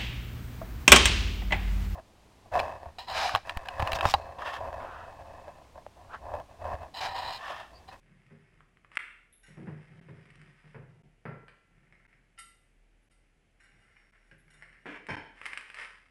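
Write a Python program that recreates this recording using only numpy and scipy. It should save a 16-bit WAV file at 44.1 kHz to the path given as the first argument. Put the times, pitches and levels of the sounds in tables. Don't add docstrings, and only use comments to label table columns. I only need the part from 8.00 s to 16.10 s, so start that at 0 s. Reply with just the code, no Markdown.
import sys
import numpy as np
from scipy import signal
from scipy.fft import rfft, irfft
from scipy.io import wavfile
from scipy.ndimage import uniform_filter1d

SR = 44100
rng = np.random.default_rng(int(sys.argv[2]) if len(sys.argv) > 2 else 0)


def dump_mix(stems):
    frames = np.atleast_2d(stems).T
    limited = np.clip(frames, -1, 1)
    pcm = np.round(limited * 32767).astype(np.int16)
    wavfile.write(sys.argv[1], SR, pcm)


N = 357385
AGE_S = np.arange(int(.8 * SR)) / SR

ROLLS = [(0, 1, -65), (1.56, 0.15, -47), (1.88, 0.62, -57), (2.76, 0.31, -60), (3.68, .52, -68.5),
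         (5.71, 0.048, -63.5), (6.45, 0.53, -68)]
RUMBLE_SPECTRUM = [(41, -47), (70, -17), (95, -7.5), (145, 0.5), (158, -2.5), (232, -20.5), (296, -18.5),
                   (337, -16.5), (587, -25.5), (900, -28), (1170, -54), (1980, -120)]
KNOCKS = [(0.095, -60.5, -25), (0.308, -51, -10), (.565, -66.5, -21), (1.482, -52, -12), (1.573, -46, -1),
          (1.609, -54.5, 8), (1.672, -42.5, 2), (1.718, -51, 3.5), (2.086, -45.5, -8.5),
          (2.376, -58.5, -13), (2.642, -52.5, -16), (2.746, -43.5, -19), (3.2542, -38, -14.5),
          (6.312, -59, -6), (7.095, -50, 3)]
PLANK_MODES = [(99.5, -10, 0.47), (127.4, -4.5, 0.46), (152.7, 4.5, 0.41), (189.1, -7.5, 0.41),
               (232.3, -9, 0.25), (401.6, -16, 0.55), (534, -15, 0.25), (541, -34.5, 0.47)]
HOLLOW_MODES = [(176, 3.5, 0.23), (221.2, -4.5, 0.35), (238.1, -7, 0.41), (324, -2, 0.29),
                (375.7, -13.5, 0.44), (418, -7.5, 0.21)]
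def ball_and_knocks():
    rolling = swell(ROLLS, attack_s=.025, release_s=0.074, fade_db_per_s=7.5)
    out = rolling * texture(RUMBLE_SPECTRUM, per_s=200, spread_db=2.5, wet_db=9)
    even_db, clack_growth = -36.5, 1.72
    for s, boom_db, ring_db in KNOCKS:
        add(out, s, at_level(ringing(PLANK_MODES, vary_db=4.1) * rise(0.014), boom_db))
        add(out, s, at_level(ringing(HOLLOW_MODES, vary_db=1.3) * rise(0.0073), boom_db + ring_db))
        add(out, s, clack(even_db + clack_growth * (boom_db - even_db)))
    return out


CLACK_SPECTRUM = [(80, -25.5), (200, 0), (300, -8.5), (450, 1.5), (700, -8.5), (950, -7.5), (1200, -12),
                  (1600, -7.5), (2400, -15.5), (3300, -33.5), (4200, -44), (5100, -37.5), (6500, -78),
                  (11000, -47)]
def clack(db):
    return at_level(through(pulse(CLACK_SPECTRUM), room(wet_db=9.3)), db)


# t/s, level/dB, touch low-pass/Hz, clang/dB re ring, muzzle damping (1 = free)
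BOWL_HITS = [(2.889, -75.5, 5800, -1, 0.51), (3.2555, -53, 1310, -16, 0.84), (4.377, -53.5, 4970, -1, 1.43),
             (4.387, -47, 15000, -2.5, 2.4), (5.11, -72, 15000, -3, 1.6)]
BOWL_MODES = [(790, -19, .4), (1300, -13, .45), (1360.5, -3, .8), (1810, -13, .5), (2016, -2, 1.3),
              (2150, -7, .5), (2826, -6.5, .95), (3068, -11, .8), (3704, -12, .8), (4610, -14, .8),
              (4990, -14, .7), (5240, -15, .8), (5739, -16, .8), (6950, -14, .85), (8274, -6, .85),
              (8356, -7, .7), (9320, -7, .7), (9505, -6, .75), (9921, -16, .75), (10130, -15, .6),
              (10706, -8, .6), (10900, -11, .6), (11210, -11, .7)]
SMALL_BOWL_HITS = [(1.432, -59), (5.602, -63.5), (5.801, -75), (6.24, -75), (6.503, -62.5)]   # t/s, level/dB
SMALL_BOWL_MODES = [(807, -8, .4), (1565, 0, .6), (1870, -3, .5), (2000, 0, .5), (2235, -4, .35),
                    (2850, -6, .45), (3620, -11, .45), (4043, -11, .3), (5496, -10, .5), (5631, -14, .4),
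                    (6890, -10, .5), (8000, -12, .45), (8760, -17, .4), (9523, -9, .4), (10205, -15, .5),
                    (10640, -11, .4)]
TAG_HITS = [(1.326, -60.5), (5.02, -83.5), (6.381, -75)]   # t/s, level/dB
TAG_MODES = [(3630, 5, 0.34), (8800, 2, 0.34), (9916, -12, .35), (11000, 13, 0.46), (11400, -12, .32),
             (10970, 1.5, 0.31), (10100, -16, 0.76)]
def clinks():
    out = np.zeros(N)
    for s, db, cutoff_hz, clang_db, damping in BOWL_HITS:
        soft_touch = signal.butter(4, cutoff_hz, fs=SR, output="sos")
        hit = steel(BOWL_MODES, clang_damping=46, clang_db=clang_db, tick_db=-12, ring_damping=damping)
        add(out, s, at_level(signal.sosfilt(soft_touch, hit), db))
    rock_s, rock_loss_db = 0.032, 1.5
    for s, db in SMALL_BOWL_HITS:
        for k in range(2):
            hit = steel(SMALL_BOWL_MODES, clang_damping=19, clang_db=7, tick_db=-15.5)
            add(out, s + k * rock_s, at_level(hit, db - k * rock_loss_db))
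    for s, db in TAG_HITS:
        add(out, s, at_level(steel(TAG_MODES, clang_damping=52, clang_db=14, tick_db=-21.5), db))
    return out


def steel(modes, clang_damping, clang_db, tick_db, ring_damping=1):
    highpass = signal.butter(4, 1200, "high", fs=SR, output="sos")
    contact = signal.sosfilt(highpass, ringing(modes, vary_db=1, damping=clang_damping))
    tick = pulse(CRISP_SPECTRUM)
    add(contact, 0, from_db(tick_db) * tick * np.linalg.norm(contact) / np.linalg.norm(tick))
    clang = through(contact, room(wet_db=14))[:len(AGE_S)]
    ring = ringing(modes, vary_db=0.43, damping=ring_damping) * rise(0.00036)
    return at_level(ring, 0) + at_level(clang, clang_db)


SHOVES = [(6.857, .12, -42.5, -50, -1.5), (7.087, .085, -40, -35.5, -9)]   # t/s, length/s, scrape/dB, rattle/dB, fade/dB
SCRAPE_SPECTRUM = [(88, -56), (150, -11), (232, -6.5), (305, 0.5), (346, -8), (438, -3.5), (607, -15),
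                   (677, -3.5), (769, -13), (1030, -15.5), (2160, -3), (2890, -11.5), (4310, -33),
                   (9080, -41.5), (11500, -47), (15000, -57), (22000, -120)]
SKID_MODES = [(912, 3, .35), (980, -5, .45), (1292, -7, .25), (1357, -8, .5), (1572, 0, .38),
              (1612, -2, .35), (1655, -3, .3), (1860, -1, .3), (2026, 0, .45), (2312, -1, .45),
              (2390, 1, .35), (2455, -1, .4), (3075, -6, .65), (3203, -9, .36), (3305, -9, .35),
              (3709, -19, .45), (4247, -16, .4), (4635, -18, .3), (5290, -13, .45), (6514, -28, .37),
              (8376, -24, .34), (9453, -23, .25)]
def skids():
    out = np.zeros(N)
    for s, length_s, scrape_db, rattle_db, fade_db in SHOVES:
        count = round(length_s * SR)
        chatter = grains(per_s=1800, spread_db=2.3, count=count)
        chatter *= from_db(np.linspace(0, fade_db, count))
        add(out, s, clack(scrape_db - 0.5))
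        scrape = through(chatter, pulse(SCRAPE_SPECTRUM), room(wet_db=-3.1))
        rattle = through(chatter, ringing(SKID_MODES, vary_db=0.96, damping=21), room(wet_db=-1.2))
        ring = ringing(SKID_MODES, vary_db=0.91) * rise(0.039)
        add(out, s, at_level(scrape, scrape_db))
        add(out, s, at_level(rattle, rattle_db))
        add(out, s, at_level(ring, rattle_db - 11.5))
    return out


CABINET_MODES = [(41, -10, .25), (61.4, -17, 0.17), (88, -4, 0.26), (113.3, -4, 0.22), (135.5, 2.5, 0.19)]   # f/Hz, level/dB, t60/s
def cabinet():
    out = np.zeros(N)
    thud = ringing(CABINET_MODES, vary_db=0.84) * rise(0.011)
    add(out, s=7.112, sound=at_level(thud, db=-40.5))
    return out


NOSING = [(3.712, 0.48, -71, -21), (5.576, 0.59, -67.5, -1), (6.52, 0.32, -63.5, -8)]
TICKS = [(3.482, -42.5), (3.924, -47.5), (4.051, -52.5), (4.128, -52), (5.602, -53), (5.967, -47),
         (6.155, -55), (6.313, -44), (6.48, -52), (6.623, -37), (6.728, -46.5)]
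CRUNCH_SPECTRUM = [(350, -24.5), (600, -11), (859, -16.5), (1480, -3), (2140, 1.5), (3470, -24.5),
                   (4500, -28.5), (5410, -24), (6510, -48), (8660, -29), (11500, -48), (15000, -46),
                   (22000, -120)]
def dog():
    attack_s, release_s = 0.024, 0.26
    crunching = swell([row[:3] for row in NOSING], attack_s, release_s)
    out = crunching * from_db(-3) * texture(CRUNCH_SPECTRUM, per_s=56, spread_db=2, wet_db=3)
    brushes = [(s, length_s, db + bowl_db) for s, length_s, db, bowl_db in NOSING]
    bowls = ringing(SMALL_BOWL_MODES, vary_db=3.3) + from_db(-6.5) * ringing(BOWL_MODES, vary_db=2.3)
    soft_muzzle = signal.butter(1, 5000, fs=SR, output="sos")
    brushed = signal.sosfilt(soft_muzzle, through(grains(per_s=60, spread_db=1.8), bowls))
    out += swell(brushes, attack_s, release_s) * from_db(-6.5) * rms_one(brushed)
    for s, db in TICKS:
        contact = burst(per_s=3000, spread_db=2.9, decay_s=0.0021)
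        tick = through(contact, pulse(CRUNCH_SPECTRUM), room(wet_db=2.6))
        add(out, s, at_level(tick, db - 9))
    return out


RUSTLES = [(0, 0.6, -71.5), (.91, 0.013, -55), (1.44, 1.3, -66), (7.34, 0.46, -58), (7.43, 0.086, -53),
           (7.745, 0.085, -47)]
PAPER_SPECTRUM = [(120, -50), (200, -20), (276, -28.5), (436, -15.5), (750, -16.5), (817, -12.5),
                  (1610, -5), (1910, -1), (2960, -12.5), (4230, -27.5), (5100, -21), (6460, -35.5),
                  (9710, -27.5), (11500, -47), (15000, -84), (22000, -120)]
SNAPS = [(0.265, -54, 0.034), (0.606, -47, 0.97), (.771, -49, .7), (0.847, -46, 0.93), (.917, -43, .8),
         (.955, -35, 0), (.9715, -10, 0.18), (2.256, -46, 0.55), (2.304, -44, 0.24), (2.356, -45, 0.16),
         (2.4154, -44, 0), (7.068, -32.5, 0.34), (7.415, -31.5, 0.81), (7.435, -42, 0.36), (7.4566, -24, 0),
         (7.463, -20, 0.32), (7.533, -26, 0.5), (7.5744, -20.5, 0.14), (7.61, -32.5, 0.35),
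         (7.701, -31, 0.52), (7.744, -31, 0.003)]
SNAP_SPECTRUM = [(300, -34.5), (800, -17), (1200, -5), (2100, 0), (2700, -5), (3300, -14), (4000, -31),
                 (6000, -46.5), (11000, -40)]
CRISP_SPECTRUM = [(2500, -30), (3800, -4), (5100, -3), (6500, -13), (8700, -2.5), (11000, -19.5)]
FLAP_SPECTRUM = [(100, -16.5), (300, -5), (650, -6), (900, -4), (1200, 7.5), (1600, 3.5), (2500, -32.5),
                 (5000, -57)]
def newspaper():
    handling = swell(RUSTLES, attack_s=0.022, release_s=0.093)
    out = handling * texture(PAPER_SPECTRUM, per_s=500, spread_db=2.5, wet_db=-0.5)
    click, crisp, flap = pulse(SNAP_SPECTRUM), pulse(CRISP_SPECTRUM), pulse(FLAP_SPECTRUM)
    sizzle_max_db = -38.5
    for s, db, slack in SNAPS:
        flap_db = np.interp(slack, [0, 1], [-24, 3.5])
        sizzle_db = min(np.interp(slack, [0, 1], [-13, -27.5]), sizzle_max_db - db)
        folds = burst(per_s=9000, spread_db=1, decay_s=0.0036)
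        sizzle = through(folds, crisp)
        snap = from_db(sizzle_db) * sizzle / np.abs(sizzle).max() + from_db(-24) * through(folds, click)
        add(snap, 0, click + from_db(flap_db) * flap)
        add(out, s, from_db(db) * through(snap, room(wet_db=-4.5)))
    return out


PAGE_SWEEP = [(7.765, 0.046, -43.5)]   # t/s, length/s, level/dB
def page_turn():
    sweep = swell(PAGE_SWEEP, attack_s=0.019, release_s=0.053)
    return sweep * texture(PAPER_SPECTRUM, per_s=10000, spread_db=3.5, wet_db=7)


AIR_SPECTRUM = [(15, -4), (28, 4), (45, -6), (70, 3), (110, 1.5), (200, -1.5), (400, -6), (750, -10),
                (1050, -16.5), (1600, -11.5), (2300, -10), (3000, -15), (3800, -24), (11000, -27.5)]
def background():
    air_db, hum_db, hum_hz = -72, -69, 38.4
    air = rms_one(through(rng.standard_normal(N), pulse(AIR_SPECTRUM)))
    slow = signal.butter(2, 3.5, fs=SR, output="sos")
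    phase_drift, level_drift = rms_one(signal.sosfilt(slow, rng.standard_normal((2, N + SR)))[:, SR:])
    phase = 2 * np.pi * hum_hz * np.arange(N) / SR + .45 * phase_drift
    hum = rms_one(np.sin(phase) * from_db(3 * level_drift))
    return from_db(air_db) * air + from_db(hum_db) * hum


def room(wet_db, t60_s=0.6, early_db=7, early_s=0.011):
    bands = [signal.butter(2, 4000, side, fs=SR, output="sos") for side in ("low", "high")]
    tail = sum(signal.sosfilt(band, rng.standard_normal(len(AGE_S))) for band in bands)
    tail *= from_db(-60 * AGE_S / t60_s)
    tail *= rise(0.0024) * from_db(early_db * np.exp(-AGE_S / early_s))
    response = from_db(wet_db) * tail / np.linalg.norm(tail)
    response[0] = 1
    return response


def ringing(modes, vary_db, damping=1):
    out = np.zeros(len(AGE_S))
    for hz, db, t60_s in modes:
        envelope = from_db(db + vary_db * rng.standard_normal() - 60 * AGE_S * damping / t60_s)
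        out += envelope * np.sin(2 * np.pi * hz * AGE_S) * rng.choice([-1, 1])
    return out


def grains(per_s, spread_db, count=N):
    sizes = from_db(spread_db * np.minimum(rng.exponential(1, count), 4))
    return rms_one(sizes * rng.choice([-1, 1], count) * (rng.random(count) < per_s / SR))


def burst(per_s, spread_db, decay_s):
    return grains(per_s, spread_db, count=400) * np.exp(-AGE_S[:400] / decay_s)


def texture(spectrum, per_s, spread_db, wet_db):
    return rms_one(through(grains(per_s, spread_db), pulse(spectrum), room(wet_db)))


def pulse(spectrum, size=4096):
    hz, db = np.transpose(spectrum)
    grid_hz = np.maximum(np.fft.rfftfreq(size, 1 / SR), 1)
    magnitude = from_db(np.interp(np.log(grid_hz), np.log(hz), db))
    cepstrum = irfft(np.log(magnitude))
    cepstrum[1:size // 2] *= 2
    cepstrum[size // 2 + 1:] = 0
    click = irfft(np.exp(rfft(cepstrum)))
    return click / np.abs(click).max()


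def swell(moves, attack_s, release_s, fade_db_per_s=0):
    gain = np.zeros(N)
    for s, length_s, db in moves:
        age_s = np.maximum(np.arange(N) / SR - s, 0)
        release = np.exp(-np.maximum(age_s - length_s, 0) / release_s)
        gain += from_db(db - fade_db_per_s * age_s) * rise(attack_s, age_s) * release
    return gain


def rise(attack_s, age_s=AGE_S):
    return 1 - np.exp(-age_s / attack_s)


def through(x, *responses):
    for response in responses:
        x = signal.fftconvolve(x, response)[:N]
    return x


def add(out, s, sound):
    i = round(s * SR)
    out[i:i + len(sound)] += sound[:N - i]


def at_level(x, db):
    return x * from_db(db) / np.sqrt(uniform_filter1d(x ** 2, size=441).max())


def rms_one(x):
    return x / np.sqrt(np.mean(x ** 2) + 1e-20)


def from_db(db):
    return 10 ** (np.asarray(db) / 20)


def scene():
    return (ball_and_knocks() + clinks() + skids() + cabinet() + dog() + newspaper() + page_turn()
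            + background())[None]


DROPOUTS = [0.978, 2.001, 3.0229, 4.0672, 5.087, 6.1108, 7.156]
def record(dry):
    dropout_s, dropout_db, cutoff_hz = 0.01125, -25.5, 11400
    gate = np.ones(N)
    for s in DROPOUTS:
        gate[round(s * SR):round((s + dropout_s) * SR)] = from_db(dropout_db)
    lowpass = signal.ellip(10, .2, 70, cutoff_hz, fs=SR, output="sos")
    return signal.sosfilt(lowpass, dry * uniform_filter1d(gate, size=40))


dry = scene()
out = record(dry)
dump_mix(out)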